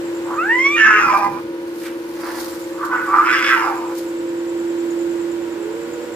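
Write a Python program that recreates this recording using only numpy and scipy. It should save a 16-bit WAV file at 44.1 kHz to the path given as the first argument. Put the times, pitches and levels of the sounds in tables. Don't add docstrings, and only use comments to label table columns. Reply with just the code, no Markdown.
import sys
import numpy as np
from scipy import signal
from scipy.fft import rfft, irfft, next_fast_len
from scipy.io import wavfile
from scipy.ndimage import uniform_filter1d, minimum_filter1d, map_coordinates

SR = 44100
rng = np.random.default_rng(int(sys.argv[2]) if len(sys.argv) > 2 else 0)


def store_pcm(level_fs):
    pcm = np.round(np.clip(level_fs, -1, 1) * 32767).astype(np.int16)
    wavfile.write(sys.argv[1], SR, np.atleast_2d(pcm).T)


N = 271215

# (time [s], level [dB])
YOWL_EFFORT = [(0.25, -40), (0.316, -26.5), (0.364, -29), (0.39, -18), (0.484, -23.5), (0.498, -13),
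               (0.528, -15), (0.575, -18), (0.634, -17), (0.666, -11.5), (0.702, -21), (0.736, -17),
               (0.775, -17)]
# (multiple of the pitch [1], relative level [dB])
YOWL_PARTIALS = [(1, -5.5), (1.5, -26), (2, 4.5), (3, -17.5)]
# (centre [Hz], width [Hz], relative level [dB])
YOWL_THROAT = [(2610, 320, -11), (5670, 1300, -20)]
YOWL_START_HZ, YOWL_CLIMB_HZ_PER_S = 441, 1000
LEAP_HZ, LEAP_AT_S, LEAP_WIDTH_S = 254.4, 0.45, 0.033
CLEARS_AT_S, CLEARING_WIDTH_S = 0.367, 0.0052
REMAINING_NOISE_SHARE = 0.013
BRIGHTENS_AT_S = 0.56


def yowl():
    effort_db, = curves(YOWL_EFFORT)
    age = np.minimum(since(YOWL_EFFORT[0][0]), 1)
    leap = LEAP_HZ * step(LEAP_AT_S, LEAP_WIDTH_S)
    pitch = YOWL_START_HZ + YOWL_CLIMB_HZ_PER_S * age + leap
    noise_share = np.clip(1 - step(CLEARS_AT_S, CLEARING_WIDTH_S) + REMAINING_NOISE_SHARE, 0, 1)
    jitter = 0.005 * wobble(120) + 0.06 * noise_share * wobble(400)
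    phase = angle(pitch * (1 + jitter))
    tone = np.zeros(N)
    for multiple, level_db in YOWL_PARTIALS:
        tone += amp(level_db + 1.2 * wobble(30)) * np.sin(multiple * phase)
    strain = step(BRIGHTENS_AT_S, 0.016)
    for multiple, gain in [(4, 1), (5, strain), (6, strain)]:
        throat = sum(amp(level_db) * resonance(multiple * pitch, centre, width)
                     for centre, width, level_db in YOWL_THROAT)
        tone += gain * throat * amp(2.5 * wobble(35)) * np.sin(multiple * phase)
    tone = steady(filtered(tone, lambda hz: 1 / (1 + (800 / (hz + 1)) ** 8)))
    rasp = mouth(rng.standard_normal(N), 2 * pitch, q=2.2)
    mixture = np.sqrt(1 - noise_share) * tone + np.sqrt(noise_share) * rasp
    voice = mixture * amp(effort_db) * during(YOWL_EFFORT)
    return in_yard(voice, lead_ms=0.06, pan_db=-1.5, wet_db=-11)


def screeches():
    cries = cry(FALLING_CRY) + cry(LEADING_CRY)
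    calls = wall_screech() + cries + rasps() + tree_screech()
    return in_yard(calls, lead_ms=0.06, pan_db=-1.8, wet_db=-8)


# (time [s], mouth resonance [Hz], mouth band level [dB], upper throat level [dB])
WALL_SCREECH = [(0.765, 1770, -19.5, -25), (0.844, 1630, -11, -22), (0.905, 1440, -12.5, -24),
                (0.985, 1450, -13.5, -27.5), (1.075, 1090, -19.5, -26.5), (1.126, 1070, -16.5, -29),
                (1.19, 945, -20.5, -31.5), (1.268, 955, -18.5, -36.5), (1.292, 970, -34.5, -46),
                (1.395, 970, -32, -45)]
# (time [s], noise share of the power [0-1], depth of alternating pulses [0-1])
WALL_ROUGHNESS = [(.78, .4, .45), (.93, .14, .3), (1.13, .28, .95)]
# (centre with jaw shut [Hz], centre with jaw wide [Hz], width [Hz], relative level [dB])
WALL_THROAT = [(1700, 1800, 640, -12.5), (2375, 2764, 174, -0.5), (4800, 5310, 390, -21),
               (5540, 6370, 1200, -21)]
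SAG_START_HZ, SAG_REST_HZ, SAG_S = 469, 400.3, 0.15


def wall_screech():
    centre, mouth_db, upper_db = curves(WALL_SCREECH)
    noise_share, doubling = curves(WALL_ROUGHNESS)
    sag = np.exp(-since(WALL_SCREECH[0][0]) / SAG_S)
    pitch = SAG_REST_HZ + (SAG_START_HZ - SAG_REST_HZ) * sag
    source = folds(pitch, noise_share, jitter=0.011, lurch=0.02, rattle=0.45, doubling=doubling)
    return screech(source, centre, mouth_db, upper_db, WALL_THROAT, q=2.7) * during(WALL_SCREECH)


# (time [s], mouth resonance [Hz], mouth band level [dB], upper throat level [dB])
TREE_SCREECH = [(3.25, 1327, -23, -29), (3.285, 1478, -16, -31.5), (3.345, 1603, -19.5, -23),
                (3.41, 1501, -22.5, -28), (3.48, 1618, -20.5, -22), (3.525, 1586, -12, -27.5),
                (3.565, 1397, -21, -30.5), (3.69, 1019, -23, -36), (3.78, 982, -32.5, -46),
                (3.93, 989, -36.5, -54)]
# (jaw shut [Hz], jaw wide [Hz], width [Hz], relative level [dB])
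TREE_THROAT = [(770, 1234, 89, 3), (2270, 2460, 760, -5), (2400, 3460, 270, -11.5),
               (5000, 5270, 560, -12.5), (6500, 7500, 2900, -25)]
PITCH_BREAKS_AT_S = 3.58


def tree_screech():
    centre, mouth_db, upper_db = curves(TREE_SCREECH)
    noise_share = 0.28 + 0.5 * step(PITCH_BREAKS_AT_S, 0.03)
    source = folds(centre / 3, noise_share, jitter=0.022, lurch=0.036, rattle=0.65, doubling=0.9)
    return screech(source, centre, mouth_db, upper_db, TREE_THROAT, q=2.5) * during(TREE_SCREECH)


# (time [s], mouth resonance [Hz], level [dB])
FALLING_CRY = [(0.80, 1880, -22.5), (0.848, 1720, -7), (0.89, 1510, -21), (1.06, 1366, -21),
               (1.125, 1210, -15), (1.17, 1130, -23)]
# (time [s], mouth resonance [Hz], level [dB])
LEADING_CRY = [(2.915, 1462, -21), (2.935, 1479, -23), (3.06, 1475, -29), (3.08, 1124, -24.5),
               (3.19, 1213, -14.5), (3.255, 1320, -24)]


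def cry(rows):
    centre, level_db = curves(rows)
    source = folds(centre / 3, 0.38, jitter=0.02, lurch=0.018, rattle=0.5, doubling=0.4)
    return screech(source, centre, level_db, level_db - 22, TREE_THROAT, q=4.2) * during(rows)


# (peak time [s], rise [s], fall [s], level [dB])
RASPS = [(2.838, 0.078, 0.064, -22), (2.936, 0.1, 0.13, -21), (3.104, 0.082, 0.046, -23),
         (3.144, 0.03, 0.023, -12.5), (3.19, 0.093, 0.092, -17)]
RASP_HZ, RASP_Q = 1183, 2.74


def rasps():
    turbulence = rng.standard_normal(N) * amp(2 * wobble(150))
    return swells(RASPS) * mouth(turbulence, np.full(N, RASP_HZ), RASP_Q)


SHUT_HZ, WIDE_HZ = 1060, 1610


def screech(source, centre, mouth_db, upper_db, throat, q):
    gape = np.clip((centre - SHUT_HZ) / (WIDE_HZ - SHUT_HZ), 0, 1.2)

    def throat_gain(hz, opening):
        return sum(amp(level_db) * resonance(hz, shut + (wide - shut) * opening, width)
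                   for shut, wide, width, level_db in throat)

    mouth_band = amp(mouth_db) * mouth(source, centre, q)
    throat_band = amp(upper_db) * moving(source, gape, throat_gain)
    return mouth_band + throat_band


RATTLE_HZ = 111.9


def folds(rate, noise_share, jitter, lurch, rattle, doubling):
    phase = angle(rate * (1 + jitter * wobble(350) + lurch * wobble(45)))
    pulses = sum(np.cos(k * phase - k * k * np.pi / 7) for k in np.arange(2, 21))
    alternation = (doubling + 0.3 * wobble(25)) * np.sign(np.cos(phase / 2))
    pulses = steady(pulses * (1 + alternation))
    turbulence = unit(rng.standard_normal(N) * (1 + 0.8 * np.cos(phase)))
    rattling = np.sin(angle(RATTLE_HZ * (1 + 0.3 * wobble(70))))
    chop = (1 + rattle * rattling) * amp(1.2 * wobble(110))
    mixture = np.sqrt(1 - noise_share) * pulses + np.sqrt(noise_share) * turbulence
    return ragged(mixture * chop, depth_db=3.2)


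def ragged(x, depth_db):
    z = signal.stft(x, SR, nperseg=1024)[2]
    patches = uniform_filter1d(rng.standard_normal(z.shape), size=3, axis=0)
    patches = unit(uniform_filter1d(patches, size=3, axis=1))
    return signal.istft(z * amp(depth_db * patches), SR, nperseg=1024)[1][:N]


# (peak time [s], rise [s], fall [s], resonance scale [1], level [dB])
HISSES = [(1.851, 0.055, 0.11, 1.56, -36), (2.27, .2, 0.57, 0.965, -32.5)]
# (centre [Hz], width [Hz], relative level [dB])
HISS_THROAT = [(1034, 560, 1), (1515, 130, -6), (1960, 780, -8), (5070, 1600, -15.5)]


def hisses():
    out = np.zeros(N)
    for peak, rise, fall, scale, level_db in HISSES:
        def throat(hz):
            return sum(amp(db) * resonance(hz / scale, centre, width) for centre, width, db in HISS_THROAT)

        air = rng.standard_normal(N) * amp(3.2 * wobble(170))
        out += amp(level_db) * swell(peak, rise, fall) * unit(filtered(air, throat))
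    return in_yard(out, lead_ms=0, pan_db=-2.5, wet_db=-7)


# (peak time [s], rise [s], fall [s], first pitch [Hz], last pitch [Hz], level [dB])
LOW_TONES = [(0.951, 0.118, 0.14, 455.6, 391, -30.5), (5.66, .16, 2.5, 350.7, 496.6, -32)]
GLIDE_S = 0.21


def low_fundamental_and_moan():
    out = np.zeros(N)
    for peak, rise, fall, first_hz, last_hz, level_db in LOW_TONES:
        age = since(peak - rise)
        pitch = last_hz + (first_hz - last_hz) * np.exp(-age / GLIDE_S)
        phase = angle(pitch * (1 + 0.018 * wobble(60)))
        out += amp(level_db) * swell(peak, rise, fall) * unit(np.sin(phase))
    return in_yard(out, lead_ms=0.02, pan_db=-1, wet_db=-9)


# (peak time [s], rise [s], fall [s], level [dB])
LUNGES = [(1.17, 1.44, 0.52, -42), (1.87, 0.32, 0.11, -39), (2.42, 0.58, 0.42, -34.5),
          (3.55, 1.6, 0.64, -39.5), (3.98, 0.066, 0.17, -37)]
# (frequency [Hz], relative level [dB])
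LEAF_COLOUR = [(500, -31), (4500, -0.5), (8000, -5.5), (12500, -3.5), (15500, -8)]
# (time [s], level at onset [dB])
CLAWS = [(1.1742, -34.5), (1.801, -41), (2.8509, -33.5), (3.9798, -36)]
# (time [s], level [dB])
PAWS = [(.84, -35), (1.03, -38), (1.25, -35.5)]
# (frequency [Hz], relative level [dB])
PAW_COLOUR = [(25, -17), (140, 2), (260, 7), (1000, -64)]


def scramble():
    flutter = unit(amp(3 * wobble(800) + 1.2 * wobble(40)))
    leaves = swells(LUNGES) * rush(LEAF_COLOUR) * flutter
    claws = blows(CLAWS, t60=0.069) * rush(LEAF_COLOUR)
    thuds = uniform_filter1d(blows(PAWS, t60=1.0), size=400)
    return leaves + claws + thuds * rush(PAW_COLOUR)


def blows(rows, t60):
    t = np.arange(N) / SR
    return sum((t >= s) * amp(level_db - 60 * np.abs(t - s) / t60) for s, level_db in rows)


# (first chirp [s], end of run [s], period [s])
CHIRP_RUNS = [(0.076, 1.2, .0955), (2.53, 3.6, .112), (3.675, 6.15, .1028)]


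def cricket():
    t = np.arange(-700, 700) / SR
    strokes = np.zeros(N + SR)
    for first, end, period in CHIRP_RUNS:
        for s in np.arange(first, end, period):
            for offset_s, level_db in [(-0.019, -44.5), (0, -41), (0.018, -49.5)]:
                hz = 7350 - 100000 * t + rng.normal(0, 121)
                gain = amp(level_db + rng.normal(0, 2.4)) * np.exp(-(t / 0.0037) ** 2)
                start = max(round((s + offset_s) * SR) - len(t) // 2, 0)
                strokes[start:start + len(t)] += gain * np.sin(angle(hz))
    strokes = strokes[:N]
    activity = np.sqrt(np.abs(uniform_filter1d(strokes ** 2, size=SR // 3)))
    hiss = rush([(6300, -14.5), (7200, -7.0), (7900, -8.0), (8800, -19.5)])
    return in_yard(strokes, lead_ms=0, pan_db=-4.5, wet_db=0.5) + amp(6.5) * activity * hiss


# (time [s], rms level [dB])
BLADE_TONE = [(0.78, -25), (1.14, -30.5), (1.49, -27.5), (2.47, -29.5), (3.7, -26.5), (4.99, -21),
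              (6.15, -32.5)]
# (time [s], rms level [dB])
THROB = [(0, -45.5), (2.6, -35.5), (5, -40.5)]
# (frequency [Hz], rms level [dB])
MOTOR_TONES = [(250.5, -51), (303, -45.5), (377, -51.5), (466.5, -46.5), (958, -52.5), (1453, -55.5)]
# (time [s], left minus right level [dB])
FAN_PAN = [(3.8, 0.3), (5.2, -6.5), (6.15, -5.5)]
BLADE_HZ, SHAFT_HZ = 340, 21.7


def fan():
    pan_db, = curves(FAN_PAN)
    blade_db, = curves(BLADE_TONE)
    throb_db, = curves(THROB)
    blade = angle(BLADE_HZ + 0.4 * wobble(6))
    shaft = angle(SHAFT_HZ + 0.7 * wobble(4))
    tone = amp(blade_db + 0.5 * wobble(16)) * np.sin(blade)
    lower = amp(throb_db + wobble(6)) * np.sin(blade - shaft)
    upper = amp(-48) * np.sin(blade + shaft)
    motor = np.zeros(N)
    for hz, level_db in MOTOR_TONES:
        motor += amp(level_db + 2.5 * wobble(6)) * np.sin(angle(hz + 1.2 * wobble(8)))
    sides = np.array([[0.5], [-0.5]])
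    return np.sqrt(2) * (tone + lower + upper + motor) * amp(pan_db * sides)


# (time [s], frequency [Hz])
WHINE = [(3.2, 537.4), (4.4, 520.5), (5.75, 561.2)]


def whine():
    hz = curves(WHINE)[0] + 5 * wobble(30)
    return amp(-42 + 2 * wobble(10)) * unit(np.sin(angle(hz)))


# (time [s], level [dB])
AIR = [(0, -33.5), (1.5, -37.5), (4.2, -35.5), (5.1, -34.5)]
# (frequency [Hz], relative level [dB])
AIR_COLOUR = [(25, -62), (68, -4.5), (130, -3), (300, 5.5), (540, 7.5), (680, -4.5), (950, 2.5), (1200, -4),
              (1500, -2), (4000, -14), (9000, -24.5), (15500, -27)]


def night_air():
    return amp(curves(AIR)[0]) * rush(AIR_COLOUR)


# (time [s], lag [ms])
BACKGROUND_LAG = [(3.7, -0.17), (4.2, 0.17), (6.15, 0.065)]


def turning(pair):
    lag = curves(BACKGROUND_LAG)[0] * SR / 1000
    return np.array([map_coordinates(x, [np.arange(N) - side * lag], mode="mirror")
                     for x, side in zip(pair, (0.5, -0.5))])


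# (frequency [Hz], time to fall 60 dB [s])
YARD = [(200, 0.013), (1500, 0.19), (10000, 0.0072)]


def in_yard(x, lead_ms, pan_db, wet_db):
    hz, t, z = signal.stft(rng.standard_normal((2, SR // 2)), SR, nperseg=256)
    decay = amp(-60 * t / along(YARD, hz)[:, None])
    tail = signal.istft(z * decay, SR, nperseg=256)[1]
    tail = tail / np.linalg.norm(tail[0])
    delayed = np.pad(x, (200, 0))[None]
    echo = signal.fftconvolve(delayed, tail, axes=1)[:, :N]
    sides = np.array([[0.5], [-0.5]])
    direct = filtered(x, lambda f: np.exp(2j * np.pi * f * sides * lead_ms / 1000))
    return (direct + amp(wet_db) * echo) * amp(sides * pan_db)


# (frequency [Hz], left-right correlation [0-1])
LIKENESS = [(150, 0.92), (1200, 0.29), (5000, 0.026)]


def rush(colour):
    def mid_side(hz):
        turn = np.arccos(np.clip(along(LIKENESS, hz), -1, 1)) / 2
        return amp(along(colour, hz)) * [np.cos(turn), np.sin(turn)]

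    mid, side = filtered(rng.standard_normal((2, N)), mid_side)
    return unit(np.array([mid + side, mid - side]))


def mouth(x, centre, q):
    def gain(f, c):
        skirts = 1 / (1 + (c / f / 1.75) ** 10 + (f / c / 2) ** 8)
        return skirts / (1 + (q * (f / c - c / f)) ** 2)

    return moving(x, centre, gain)


def moving(x, centre, gain):
    hz, t, z = signal.stft(x, SR, nperseg=512)
    now = np.interp(t, np.arange(N) / SR, centre)
    return steady(signal.istft(z * gain(hz[:, None] + 1, now), SR, nperseg=512)[1][:N])


def resonance(hz, centre, width):
    return 1 / (1 + (2 * (hz - centre) / width) ** 2)


def filtered(x, response):
    m = next_fast_len(N + SR // 2)
    return irfft(rfft(x, m) * response(np.fft.rfftfreq(m, 1 / SR)), m)[..., :N]


SWELL_DB = 21.5


def swell(peak, rise, fall):
    t = np.arange(N) / SR - peak
    return amp(-SWELL_DB * np.minimum(np.maximum(-t / rise, t / fall), 10))


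def swells(rows):
    return np.sqrt(sum((amp(db) * swell(peak, rise, fall)) ** 2 for peak, rise, fall, db in rows))


def amp(db):
    return 10 ** (np.asarray(db) / 20)


def unit(x):
    return x / np.sqrt(np.mean(x ** 2) + 1e-20)


def steady(x):
    return x / np.sqrt(np.abs(uniform_filter1d(x ** 2, size=1100)) + 1e-12)


def along(points, hz):
    f, v = np.transpose(points)
    return np.interp(np.log(hz + 1), np.log(f + 1), v)


def curves(rows):
    s, *columns = np.transpose(rows)
    return [np.interp(np.arange(N) / SR, s, column) for column in columns]


def during(rows):
    t = np.arange(N) / SR
    inside = (t >= rows[0][0]) & (t <= rows[-1][0])
    return uniform_filter1d(inside * 1.0, size=600)


def wobble(rate):
    knots = rng.standard_normal(int(N * rate / SR) + 4)
    return map_coordinates(knots, [np.arange(N) * rate / SR])


def angle(hz):
    return 2 * np.pi * np.cumsum(hz) / SR


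def step(at, width):
    return 0.5 + 0.5 * np.tanh((np.arange(N) / SR - at) / (2 * width))


def since(start):
    return np.maximum(np.arange(N) / SR - start, 0)


def scene():
    cats = yowl() + screeches() + hisses() + low_fundamental_and_moan()
    background = turning(fan() + whine() + night_air())
    return cats + scramble() + cricket() + background


def record(dry):
    needed = 1 / np.maximum(np.abs(dry).max(axis=0), 1)
    gain = uniform_filter1d(minimum_filter1d(needed, size=300), size=300)
    return filtered(dry * gain, lambda hz: hz < 15550)


dry = scene()
out = record(dry)
store_pcm(out)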